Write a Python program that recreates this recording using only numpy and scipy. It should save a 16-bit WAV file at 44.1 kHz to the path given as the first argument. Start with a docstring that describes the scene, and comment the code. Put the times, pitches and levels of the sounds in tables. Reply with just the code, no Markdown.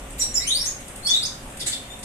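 """Goldfinches in a cage

Goldfinches twitter in a wire cage in a small, hard-walled room: two two-voiced chirps, a long rising slur
and a whistled phrase, all swept harmonic tones, then a short harsh chatter of pulsed resonant noise.
Beaks and claws tick on the cage as decaying noise clicks. Beneath lie shaped-noise air, a hum of sines
and a low rumble that drops away and partly returns."""
import sys
import numpy as np
from scipy import signal
from scipy.fft import rfft, irfft
from scipy.io import wavfile
from scipy.ndimage import uniform_filter1d

SR = 44100
rng = np.random.default_rng(int(sys.argv[2]) if len(sys.argv) > 2 else 0)


def unload_audio(sound):
    """Save the sound as a 16-bit wav file, at the path given as the first command line argument."""
    columns = np.transpose(np.atleast_2d(sound))
    # keep every value between -1 and 1, then stretch to whole-number steps
    steps = np.round(np.clip(columns, -1, 1) * 32767)
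    wavfile.write(sys.argv[1], SR, steps.astype(np.int16))


N = 89964


def amp(db):
    """Decibels to gain."""
    return 10 ** (np.asarray(db) / 20)


def unit(x):
    """Scales to rms 1."""
    return x / np.sqrt(np.mean(x ** 2) + 1e-20)


def read(points, hz):
    """Reads a table on a log-frequency axis."""
    f, value = np.transpose(points)
    return np.interp(np.log(hz + 1), np.log(f), value)


def add(mix, start_s, sound, pan_db=0):
    """Places a sound in the stereo mix; positive pan is left."""
    part = mix[:, max(round(start_s * SR), 0):][:, :len(sound)]
    part += amp([[pan_db / 2], [-pan_db / 2]]) * sound[:part.shape[1]]


def sine(hz):
    """Unit sine that follows a pitch track."""
    return np.sin(2 * np.pi * np.cumsum(hz) / SR)


def noise(shape):
    """Noise of rms 1 with gain shape(Hz)."""
    spectrum = rfft(rng.standard_normal(N))
    return unit(irfft(spectrum * shape(np.fft.rfftfreq(N, 1 / SR)), N))


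def colored(table):
    """Noise of rms 1 with the spectrum of a (freq_hz, level_db) table."""
    return noise(lambda f: amp(read(table, f)))


def wobble(hz):
    """Random motion up to a given speed."""
    return noise(lambda f: 1 / (1 + (f / hz) ** 4))


def band(hz, width_hz):
    """Noise in one resonance."""
    return noise(lambda f: 1 / (1 + ((f - hz) / width_hz * 2) ** 2))


def arch(u, peak, pointed):
    """One swell of effort, strongest at peak (0-1)."""
    warped = np.interp(u, [0, np.clip(peak, .05, .95), 1], [0, .5, 1])
    return np.abs(np.sin(np.pi * warped)) ** pointed


# air spectrum, relative: freq_hz, level_db
AIR_SPECTRUM = [(15, -10), (25, -4.5), (54, -2.5), (90, -14.5), (114, -8.5), (275, -10.5), (378, -12.5),
                (534, -14.5), (661, -14), (716, -12), (886, -15), (1040, -16), (3010, -21), (3540, -23),
                (4620, -33.5), (8510, -20.5), (14500, -37)]
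# air stereo coherence: freq_hz, likeness_0_1
AIR_LIKENESS = [(100, 1), (250, 0.96), (500, 0.66), (1000, 0.16), (3000, 0), (12000, 0)]
AIR_DB, AIR_PATCH_DB = -40, 1.58


def air():
    """Moving air: shaped noise with patchy level, alike on both sides only at low frequencies."""
    hz, _, z = signal.stft(rng.standard_normal((2, N)), SR, nperseg=2048)
    same = np.clip(read(AIR_LIKENESS, hz), -1, 1)[:, None]
    z = np.array([z[0], same * z[0] + np.sqrt(1 - same ** 2) * z[1]])
    patches = uniform_filter1d(rng.standard_normal(z.shape[1:]), size=24, axis=0)
    patches = unit(uniform_filter1d(patches, size=3, axis=1))
    gain = amp(read(AIR_SPECTRUM, hz)[:, None] + AIR_PATCH_DB * patches)
    flow = signal.istft(z * gain, SR, nperseg=2048)[1][:, :N]
    return amp(AIR_DB) * unit(flow)


# machine hum partials: freq_hz, level_db
HUM_PARTIALS = [(118.6, -53), (220.7, -55.5), (269.2, -54), (538.3, -55), (597.5, -57.5), (721.4, -60.5)]
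HUM_WAVER_RAD, HUM_WAVER_HZ = 0.33, 2.9


def hum():
    """Machine hum: steady sines whose phases wander slowly."""
    t = np.arange(N) / SR
    out = np.zeros(N)
    for hz, level_db in HUM_PARTIALS:
        phase = 2 * np.pi * (hz * t + rng.random()) + HUM_WAVER_RAD * wobble(HUM_WAVER_HZ)
        out += amp(level_db) * np.sqrt(2) * np.sin(phase)
    return out


# rumble level: time_s, level_db
RUMBLE_LEVEL = [(0, -41), (.4, -40), (.48, -47.5), (.66, -41.5), (.8, -62), (2.04, -49.5)]
RUMBLE_HZ, RUMBLE_WAVER_RAD, RUMBLE_WAVER_HZ = 46.4, 1, 15


def rumble():
    """Low rumble: one sine of wandering phase and changing level."""
    t = np.arange(N) / SR
    level = amp(np.interp(t, *np.transpose(RUMBLE_LEVEL)))
    phase = 2 * np.pi * RUMBLE_HZ * t + RUMBLE_WAVER_RAD * wobble(RUMBLE_WAVER_HZ)
    return level * np.sqrt(2) * np.sin(phase)


# ticks: start_s, level_db
TICK_EVENTS = [(.105, -31), (0.129, -33.5), (.805, -33), (.881, -28), (.959, -27.5), (.978, -38),
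               (1.5, -33.5), (1.571, -28), (1.991, -33.5), (2.028, -43)]
# tick spectrum, relative: freq_hz, level_db
TICK_SPECTRUM = [(1500, -21), (3500, -8.5), (6000, -17.5), (8500, 2.5), (10500, -12), (15000, -20.5)]
TICK_DECAY_S = 0.0031


def ticks():
    """Beaks and claws on the cage: bright noise clicks that decay exponentially."""
    out, t = np.zeros((2, N)), np.arange(SR // 20) / SR
    for start_s, level_db in TICK_EVENTS:
        click = np.exp(-t / TICK_DECAY_S) * colored(TICK_SPECTRUM)[:len(t)]
        add(out, start_s, amp(level_db) * click)
    return out


# harsh syllables and raspy onsets: start_s, length_s, center_hz, width_hz, level_db, hiss_db (re resonance)
RASP_EVENTS = [(0.179, 0.029, 12200, 2500, -37, 3.5), (0.334, 0.069, 11700, 1600, -40, -4),
               (0.635, 0.032, 8400, 1600, -33, 1.5), (1.594, 0.028, 4900, 1500, -32, 1.5),
               (1.655, 0.036, 3850, 900, -33, 8), (1.66, 0.026, 7800, 2070, -21.5, -22),
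               (1.716, 0.025, 4400, 1430, -29, -4), (2.027, 0.012, 5800, 2000, -38, 7.5)]
# rasp hiss spectrum, relative: freq_hz, level_db
RASP_HISS = [(1000, -38), (2000, -2), (2900, -9.5), (3700, 1), (6000, -7.5), (8500, 3), (11000, -7),
             (15000, -22)]
PULSE_HZ, PULSE_DEPTH = 392.4, 0.68
PULSE_DRIFT, PULSE_DRIFT_HZ = 0.262, 121  # share of pulse rate, speed
RASP_PEAK, RASP_POINTED = 0.47, 0.76


def chatter():
    """Harsh syllables: uneven puffs through a broad resonance, with hiss."""
    out = np.zeros((2, N))
    for start_s, length_s, center_hz, width_hz, level_db, hiss_db in RASP_EVENTS:
        u = np.linspace(0, 1, round(length_s * SR))
        puffs = 1 + PULSE_DEPTH * sine(PULSE_HZ * (1 + PULSE_DRIFT * wobble(PULSE_DRIFT_HZ)))
        breath = band(center_hz, width_hz) + amp(hiss_db) * colored(RASP_HISS)
        voice = (unit(puffs) * breath)[:len(u)]
        add(out, start_s, amp(level_db) * arch(u, RASP_PEAK, RASP_POINTED) * voice, pan_db=-1.6)
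    return out


# spectrum of the hiss on each note, relative: freq_hz, level_db
NOTE_HISS = [(1200, -9), (2200, 2), (4000, -6), (6000, 2.5), (8500, 3), (12500, -6), (15000, -21)]
NOTE_HISS_DB = -19
# at full roughness: share of pitch, speed, share of level
JITTER, JITTER_HZ, SHIMMER = 0.047, 450, 0.3
FLUTTER, FLUTTER_HZ = 0.066, 259.2  # share of pitch at full roughness, speed
FLUTTER_DRIFT, FLUTTER_DRIFT_HZ = 0.17, 56.5  # share of flutter rate, speed
FOURTH_DB = -19  # re 3rd harmonic


def syrinx(hz, second_db, third_db, rough):
    """Whistle with overtones and hiss; pitch and level tremble with roughness."""
    n = len(hz)
    flutter = sine(FLUTTER_HZ * (1 + FLUTTER_DRIFT * wobble(FLUTTER_DRIFT_HZ)[:n]))
    hz = hz * (1 + rough * (JITTER * wobble(JITTER_HZ)[:n] + FLUTTER * flutter))
    tone = np.zeros(n)
    for k, db in enumerate([0, second_db, third_db, third_db + FOURTH_DB], 1):
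        below_nyquist = k * hz < SR / 2
        tone += amp(db) * below_nyquist * sine(k * hz)
    shimmer = 1 + SHIMMER * rough * wobble(JITTER_HZ)[:n]
    hiss = amp(NOTE_HISS_DB) * colored(NOTE_HISS)[:n]
    return np.sqrt(2) * tone * shimmer + hiss


# whistled notes; overlapping rows sound together: paired voices, a combination tone, a strong overtone
# start_s, length_s, first_hz, middle_hz, last_hz, level_db, peak_0_1, pointedness,
# second_db (re fundamental), roughness_0_1, left_right_db
NOTE_EVENTS = [ (.192, 0.0326, 7020, 7700, 7200, -23, 0.27, 0.4, -34, 0.34, -2.5),
               (0.195, 0.04, 6140, 5620, 5740, -18.5, 0.78, 0.82, -19.5, 0.29, -1.5),
               (0.211, .018, 4005, 4017, 4250, -28.5, 0.74, 0.65, 7, 0.88, -2),
               (0.341, 0.0352, 6630, 7310, 7130, -21, 0, 0.84, -34, 0.15, -1),
               (0.347, .046, 6000, 5366, 5500, -19.5, 0.42, 1.3, -19.5, 0.42, -1.5),
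               (0.389, .080, 1975, 2135, 2767, -38.5, 0.73, 0.53, -16, 0.78, -4),
               (0.399, 0.049, 3800, 4095, 5100, -34, 0.44, 0.33, -4.5, 0.27, -0.5),
               (.655, 0.049, 5920, 6670, 6670, -23, 0.12, 1, -21, 0.26, -2.5),
               (1.016, 0.066, 4120, 4388, 4445, -22, 0.81, 2.2, -9.5, 0.14, 2),
               (1.065, 0.016, 4710, 5400, 5860, -22, 0, 0.68, -16, 0.45, -1.5),
               (1.066, 0.014, 7900, 7870, 7800, -28.5, 0.3, .8, -40, 0.26, -6),
               (1.084, 0.026, 4760, 5590, 7410, -21.5, 0.72, 0.65, -32, 0.6, -2.5),
               (1.228, 0.02, 4434, 4946, 5000, -23, 0, 0.49, -11.5, 0.43, -2),
               (1.247, .019, 4320, 6000, 6900, -24.5, 0.16, 0.3, -26, 0.43, -2.5),
               (1.610, 0.017, 3626, 3496, 3440, -30, 0.6, 0.55, -9, 0.52, 3.5),
               (1.728, 0.02, 3720, 3575, 3520, -25.5, 0.13, 0.88, -20, 0.41, 2),
               (1.9, 0.047, 3540, 3602, 3650, -41, 0, 0.58, -8.5, 0, 4),
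               (1.958, .025, 3500, 3500, 3850, -54, 0.8, .7, -9, 0.1, 2)]
NOTE_THIRD_DB = -26  # re fundamental


def notes():
    """Short notes, each bent along a parabola through three pitches."""
    out = np.zeros((2, N))
    for start_s, length_s, first, middle, last, level_db, peak, pointed, second_db, rough, pan_db in NOTE_EVENTS:
        u = np.linspace(0, 1, round(length_s * SR))
        hz = np.polyval(np.polyfit([0, .5, 1], [first, middle, last], 2), u)
        voice = syrinx(hz, second_db, NOTE_THIRD_DB, rough)
        add(out, start_s, amp(level_db) * arch(u, peak, pointed) * voice, pan_db)
    return out


# long rising slur: time_s, pitch_hz, level_db, second_db, third_db (re fundamental), roughness_0_1
RISING_SLUR = [(.463, 2846, -38, -8, 1, 0.24), (0.476, 3090, -27.5, 4.5, 7, 0.16),
               (.497, 3405, -27.5, -1.5, -8.5, 0.27), (.515, 3772, -16, -31, -47, 0.14),
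               (.520, 3944, -17, -24, -39, .1), (.530, 4090, -30.5, 1, -28, 0.2),
               (0.561, 4640, -21.5, -5, -16, 0.18), (.604, 5300, -32, -25, -52, 0.35),
               (.615, 5554, -18, -8.5, -45, 0), (.628, 5590, -38, -14, -45, 0),
               (.648, 5600, -39, 3, -45, 0.2)]
# low drawn-out whistle: same columns
LOW_WHISTLE = [(1.068, 3320, -29, -14, -12, .15), (1.084, 3417, -21, -24, -15, 0.082),
               (1.101, 3503, -17.5, -31, -28, .12), (1.124, 3540, -20.5, -35, -31, 0.094),
               (1.147, 3686, -18.5, -20, -25, 0.43), (1.165, 3936, -19, -8, -25, 0.35),
               (1.19, 3926, -44, -5, -25, .5), (1.227, 4210, -29.5, -1, -21, 0.48)]


def glides():
    """Two long glides: pitch, level and overtones move between breakpoints."""
    out = np.zeros((2, N))
    for glide in (RISING_SLUR, LOW_WHISTLE):
        times, *columns = np.transpose(glide)
        t = np.arange(times[0], times[-1], 1 / SR)
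        hz, level_db, second_db, third_db, rough = (np.interp(t, times, c) for c in columns)
        envelope = amp(level_db) * signal.windows.tukey(len(t), .05)
        add(out, times[0], envelope * syrinx(hz, second_db, third_db, rough), pan_db=-0.2)
    return out


# reverberation time: freq_hz, t60_s
ROOM_DECAY = [(500, 1), (3500, 0.39), (6000, 0.36), (9000, 0.35), (14000, 0.27)]
DIRECT_DB, EARLY_DB, TAIL_DB = -7, -3.5, -2.5
EARLY_DECAY_S, EARLY_PER_S = 0.013, 900


def room(x):
    """Direct sound, quick reflections from the cage panels, and the tail of the room."""
    t = np.arange(SR // 2) / SR
    taps = rng.standard_normal((2, len(t))) * np.clip((t - .004) / 0.0027, 0, 1)
    hz, when, z = signal.stft(taps, SR, nperseg=256)
    decay = amp(-60 * when / read(ROOM_DECAY, hz)[:, None])
    tail = signal.istft(z * decay, SR, nperseg=256)[1][:, :len(t)]
    signs = rng.choice([-1., 1.], tail.shape)
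    hits = rng.random(tail.shape) < EARLY_PER_S / SR
    early = signs * hits * np.exp(-t / EARLY_DECAY_S) * (t > .001)
    response = np.zeros(tail.shape)
    for db, part in [(EARLY_DB, early), (TAIL_DB, tail)]:
        response += amp(db) * part / np.linalg.norm(part, axis=1, keepdims=True)
    return amp(DIRECT_DB) * x + signal.fftconvolve(x, response, axes=1)[:, :N]


# microphone colour: freq_hz, left_right_db
MIC_TILT = [(2000, 1), (3500, 3), (5000, -1), (6500, 0.5), (8000, -2), (9300, 6), (13000, 3)]
RIGHT_DELAY_S = .00013  # left microphone is nearer


def microphones(x):
    """Each side has its own colour, and the right one hears the birds slightly later."""
    hz = np.fft.rfftfreq(N, 1 / SR)
    tilt_db = read(MIC_TILT, hz)
    delay = np.exp(-2j * np.pi * hz * RIGHT_DELAY_S)
    return irfft(rfft(x) * np.array([amp(tilt_db / 2), amp(-tilt_db / 2) * delay]), N)


def scene():
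    """The birds in their room, over air, hum and rumble."""
    background = air() + hum() + rumble()
    birds = ticks() + chatter() + notes() + glides()
    return background + microphones(room(birds))


CUT_HZ = 14700


def record(dry):
    """Band limit: linear-phase low-pass."""
    lowpass = signal.firwin(401, CUT_HZ, window=("kaiser", 9), fs=SR)
    return signal.oaconvolve(dry, lowpass[None], "same")


dry = scene()
out = record(dry)
unload_audio(out)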